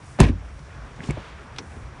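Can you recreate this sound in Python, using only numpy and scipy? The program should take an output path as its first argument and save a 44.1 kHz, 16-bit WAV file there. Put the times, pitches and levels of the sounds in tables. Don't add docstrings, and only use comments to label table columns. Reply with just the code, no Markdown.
import sys
import numpy as np
from scipy import signal
from scipy.io import wavfile

SR = 44100
rng = np.random.default_rng(int(sys.argv[2]) if len(sys.argv) > 2 else 0)


def gain_from_db(level_db):
    decades = np.asarray(level_db, float) / 20
    return 10 ** decades


def generate_wav(signal):
    frames = np.transpose(np.atleast_2d(signal))
    scaled = np.clip(frames, -1, 1) * 32767
    pcm = np.round(scaled).astype(np.int16)
    wavfile.write(sys.argv[1], SR, pcm)


N = 88200


def rms_one(x):
    return x / np.sqrt(np.mean(x ** 2) + 1e-20)


def in_time(rows):
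    return np.interp(np.arange(N) / SR, *np.transpose(rows))


def drift(rate_hz):
    r = np.exp(-2 * np.pi * rate_hz * 40 / SR)
    white = rng.standard_normal(N // 40 + 2002)
    slow = signal.lfilter([1], [1, -2 * r, r * r], white)[2000:]
    return np.interp(np.arange(N) / 40, np.arange(len(slow)), rms_one(slow))


def ring(clicks, hz, t60_s):
    r = gain_from_db(-60 / (t60_s * SR))
    w = 2 * np.pi * hz / SR
    return signal.lfilter([0, np.sin(w)], [1, -2 * r * np.cos(w), r * r], clicks + 1e-18)


def coloured(white, colour, patchy_db, rate_hz):
    hz, db = np.transpose(colour)
    octaves = np.log2(min(hz[-1], 11000) / hz[0])
    edges_hz = hz[0] * 2 ** np.arange(0, octaves + .4, .5)
    out, together = 0, drift(3.5)
    for k, (low, high) in enumerate(zip(edges_hz, edges_hz[1:])):
        sos = signal.butter(2, [low, min(high, .45 * SR)], "band", fs=SR, output="sos")
        level_db = np.interp(np.log(low * high) / 2, np.log(hz), db)
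        flicker_db = patchy_db * (.5 * together + drift(rate_hz))
        out = out + signal.sosfilt(sos, white[k % 2]) * gain_from_db(level_db + flicker_db)
    return out


def noise_band(white, hz, width_hz):
    low = max(hz - width_hz / 2, 60)
    sos = signal.butter(2, [low, low + width_hz], "band", fs=SR, output="sos")
    return rms_one(signal.sosfilt(sos, white))


def bursts(rows, rise_s):
    out, t = np.zeros(N + SR), np.arange(SR // 3) / SR
    for start_s, level_db, hz, width_hz, t60_s in rows:
        i = int(start_s * SR)
        envelope = gain_from_db(level_db - 60 * t / t60_s) * (1 - np.exp(-t / rise_s))
        out[i:i + len(t)] += noise_band(rng.standard_normal(len(t)), hz, width_hz) * envelope
    return out[:N]


# time_s, level_db
TRAFFIC_SWELL = [
    (0.0, -50),
    (0.54, -50),
    (0.72, -48.5),
    (1.2, -46),
    (1.38, -47),
    (2.0, -48.5),
]
# freq_hz, density_db_per_hz
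TYRE_COLOUR = [(110, -57), (180, 2.5), (213, 0.5), (500, 0.5), (602, -0.5), (1230, 1), (2200, -7),
               (3590, -17), (9480, -26.5), (10500, -46), (13600, -80), (22000, -120)]
# freq_hz, density_db_per_hz
ENGINE_COLOUR = [(13, -39), (22, -19), (65, 1), (103, -8), (134, -4), (183, -18), (300, -15.5), (390, -96),
                 (660, -120)]


def far_traffic():
    hiss = rms_one(coloured(rng.standard_normal((2, N)), TYRE_COLOUR, patchy_db=-1.26, rate_hz=17.4))
    rumble = rms_one(coloured(rng.standard_normal((2, N)), ENGINE_COLOUR, patchy_db=2.5, rate_hz=2.4))
    hiss_trim_db, rumble_db = 1, -43
    return gain_from_db(in_time(TRAFFIC_SWELL) + hiss_trim_db) * hiss + gain_from_db(rumble_db) * rumble


def insect():
    return gain_from_db(-69) * noise_band(rng.standard_normal(N), hz=5660, width_hz=610)


# middle_s, level_db, centre_hz, width_hz, length_s
BRUSHES = [
    (0.1, -56.5, 7700, 6800, 0.19),
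    (0.591, -65, 8000, 8200, 0.37),
    (0.753, -64.5, 4050, 4700, 0.64),
    (1.066, -48, 3800, 7200, 0.082),
    (0.99, -59.5, 1900, 2100, 0.29),
    (1.116, -51, 2000, 1800, 0.13),
    (0.267, -50, 5140, 3600, 0.065),
    (1.23, -50.5, 2300, 2370, 0.3),
    (1.71, -62.5, 8400, 5300, 0.35),
]


def brushing():
    out, t = np.zeros(N), np.arange(N) / SR
    for middle_s, level_db, hz, width_hz, length_s in BRUSHES:
        swell = gain_from_db(level_db) * np.exp(-(2 * (t - middle_s) / length_s) ** 2)
        out += noise_band(rng.standard_normal(N), hz, width_hz) * swell
    return out


# start_s, level_db, centre_hz, width_hz, t60_s
THUD_EVENTS = [(.187, -22, 490, 719, 0.1), (.204, -22, 450, 690, 0.26), (.24, -21, 170, 149, 0.33),
               (.285, -26, 241, 232, 0.039), (.99, -37.5, 252, 250, 0.24), (1.032, -35.5, 300, 250, 0.1),
               (1.07, -32, 280, 150, 0.068), (1.0865, -35.5, 500, 860, 0.23), (1.17, -34.5, 490, 594, 0.13),
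               (1.6, -36.5, 220, 257, 0.16), (1.765, -39.5, 276, 245, 0.088)]


def padding_thuds():
    return bursts(THUD_EVENTS, rise_s=0.0011)


# start_s, level_db, centre_hz, width_hz, t60_s
TICK_EVENTS = [(.185, -70, 4000, 6900, 0.065), (.193, -36, 2480, 2140, 0.072),
               (.2005, -23.5, 5310, 10200, 0.031), (.2022, -11.5, 5850, 9400, 0.018),
               (.2037, -11.5, 980, 1200, 0.023), (.209, -25.5, 3500, 4950, 0.059),
               (.219, -32, 4000, 6900, 0.015), (.2305, -29.5, 3780, 3980, 0.05),
               (.591, -48.5, 2940, 4000, .03), (.239, -22.5, 2450, 1200, 0.02),
               (.961, -52, 5840, 6200, .02), (1.033, -33, 1480, 1220, 0.018),
               (1.0355, -47, 3800, 5000, .05), (1.04, -38.5, 1400, 2030, 0.045),
               (1.098, -37, 2200, 990, 0.074), (1.1075, -34, 6900, 5030, 0.018),
               (.245, -35.5, 2360, 1210, 0.038), (1.5615, -49, 5000, 8000, .025),
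               (1.5615, -40, 2800, 1500, .04), (1.572, -48, 3050, 2430, 0.027),
               (1.5838, -32.5, 4440, 3940, 0.02), (1.586, -29, 1160, 1960, 0.053),
               (1.589, -46, 5550, 1800, 0.069)]


def latch_ticks():
    return bursts(TICK_EVENTS, rise_s=.0003)


# start_s, level_db, pitch_hz,
# t60_s
KNOCK_EVENTS = [(.1945, -13, 257, .03), (.2034, -10, 345, 0.023), (.2034, -12, 950, 0.028),
                (.2152, -11, 139, 0.12), (0.207, -21.5, 1720, 0.045), (0.214, -14.5, 592, 0.039),
                (.24, -28.5, 680, 0.032), (.254, -27, 1900, 0.024), (0.23, -22.5, 1018, 0.034),
                (.274, -27.5, 608, 0.057), (.289, -18, 297, 0.11), (.44, -31, 62.6, 0.37),
                (0.557, -27.5, 59.5, 0.39), (1, -29.5, 167, 0.1), (1.0052, -26, 1970, 0.011),
                (1.0052, -29, 1710, 0.013), (1.033, -40, 1360, 0.02), (1.0385, -37.5, 2900, .025),
                (1.037, -38, 3470, 0.016), (1.0862, -29, 300, 0.026), (1.0903, -10.5, 203, 0.039),
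                (1.0904, -11, 145.6, 0.096), (1.088, -29, 880, 0.018), (1.099, -26, 534, 0.044),
                (1.103, -34, 976, .05), (1.098, -16.5, 60, 0.12), (1.103, -16.5, 344, 0.033),
                (1.107, -25, 2220, .022), (1.1075, -32, 2650, .02), (1.135, -23.5, 114.7, 0.143),
                (1.1705, -24, 570, 0.021), (1.175, -20, 90, 0.06), (1.176, -30, 316, 0.045),
                (1.19, -34.5, 190, 0.087), (.6, -34.5, 148, .15), (1.329, -35, 70.8, 0.65),
                (1.5848, -25, 3450, .02), (1.5842, -31, 2500, .025), (1.5845, -31, 4300, .025),
                (1.5855, -36, 6100, .03), (1.586, -32, 5250, .035), (1.5905, -33, 5700, .02),
                (1.515, -30.5, 108, 0.11), (1.55, -32, 128, 0.1), (1.5965, -33, 486, 0.031),
                (1.67, -32.5, 75.7, 0.35), (1.773, -25.5, 68.6, 0.1), (1.836, -24.5, 60.7, 0.23)]


def ringing_hits():
    out, rise_cycles = np.zeros(N), .4
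    for start_s, level_db, hz, t60_s in KNOCK_EVENTS:
        t = np.maximum(np.arange(N) / SR - start_s, 0)
        rise = 1 - np.exp(-t * hz / rise_cycles)
        out -= gain_from_db(level_db - 60 * t / t60_s) * rise * np.sin(2 * np.pi * hz * t)
    return out


# time_s, level_db
RATTLE_FORCE = [
    (.18, -58),
    (.192, -29.5),
    (.203, -13.5),
    (.218, -22.5),
    (.243, -25),
    (.263, -33.5),
    (.295, -36),
    (.311, -45.5),
    (.33, -64),
]
# freq_hz, density_db_per_hz
TRIM_COLOUR = [(180, -22), (300, -10), (789, -42), (1030, -35), (1740, -21), (2630, -22), (3240, -30),
               (8920, -50.5), (10500, -37), (13600, -82), (22000, -120)]


def trim_rattle():
    clicks_per_s, size_db, hiss_share, trim_db = 980, 7.5, 0.67, -2.5
    sizes = gain_from_db(size_db * np.minimum(rng.exponential(1, N), 3)) * rng.choice([-1, 1], N)
    clicks = rms_one(sizes * (rng.random(N) < clicks_per_s / SR))
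    force = clicks + hiss_share * rng.standard_normal((2, N))
    noise = rms_one(coloured(force, TRIM_COLOUR, patchy_db=0.0, rate_hz=20.0))
    t = np.arange(N) / SR
    on = (t > RATTLE_FORCE[0][0]) & (t < RATTLE_FORCE[-1][0])
    return on * gain_from_db(in_time(RATTLE_FORCE) + trim_db) * noise


def panel_flex():
    start_s, level_db, edge_s, lean = .2036, -4, .0002, .45
    top_hz, end_hz, sag_s = 148, 52.7, .013
    hold_s, flex_t60_s, boom_t60_s, boom_share = .014, .045, 0.44, 0.48
    t = np.maximum(np.arange(N) / SR - start_s, 0)
    taut = np.exp(-(t / sag_s) ** 6)
    pitch_hz = (end_hz + (top_hz - end_hz) * taut) * (t > 0)
    turn = 2 * np.pi * np.cumsum(pitch_hz) / SR
    late = np.maximum(t - hold_s, 0)
    flex_fade = (1 - boom_share) * gain_from_db(-60 * late / flex_t60_s)
    boom_fade = boom_share * gain_from_db(-60 * late / boom_t60_s)
    swing = np.cos(turn - lean * taut * (1 - np.cos(turn)))
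    return -gain_from_db(level_db) * (flex_fade + boom_fade) * (1 - np.exp(-t / edge_s)) * swing


# freq_hz, level_db, t60_s
DOOR_MODES = [(88.8, -11.5, 0.3), (148.5, -8.5, 0.086), (201, -14, 0.1), (233, -8, 0.089),
              (275.8, -9.5, 0.21), (357.4, -16, 0.19), (394, -9.5, 0.08), (399, -11, 0.089),
              (581, -14, 0.045), (620, -34, 0.06), (754, -26, 0.14), (833, -13, 0.037), (980, -8, 0.032),
              (1085, -18.5, 0.15)]
# start_s, level_db, contact_cut_hz
DOOR_BLOWS = [
    (0.194, -15, 500),
    (0.2036, -7, 1490),
    (0.222, -16, 696),
    (0.233, -11, 705),
    (.262, -22, 325),
    (.289, -13, 257),
]


def door_body():
    spread_db, lag_cycles = 6.5, 0.708
    out = np.zeros(N)
    for hz, mode_db, t60_s in DOOR_MODES:
        clicks = np.zeros(N)
        for start_s, blow_db, cut_hz in DOOR_BLOWS:
            softness = 1 / (1 + (hz / cut_hz) ** 2)
            strength = gain_from_db(blow_db + mode_db + spread_db * rng.standard_normal())
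            i = int((start_s + lag_cycles / hz) * SR)
            clicks[i] += softness * rng.choice([-1, 1]) * strength
        out += ring(clicks, hz, t60_s)
    return out


def scene():
    background = far_traffic() + insect() + brushing()
    contacts = padding_thuds() + latch_ticks() + ringing_hits()
    door = trim_rattle() + panel_flex() + door_body()
    return (background + contacts + door)[None]


def roll_off(x):
    return signal.sosfilt(signal.butter(12, 11110, fs=SR, output="sos"), x)


def record(dry):
    rounded = dry / (1 + dry ** 6) ** (1 / 6)
    low_pass = signal.cheby2(12, 60, 11030 * 1.04, fs=SR, output="sos")
    return roll_off(signal.sosfilt(low_pass, rounded))


dry = scene()
out = record(dry)
generate_wav(out)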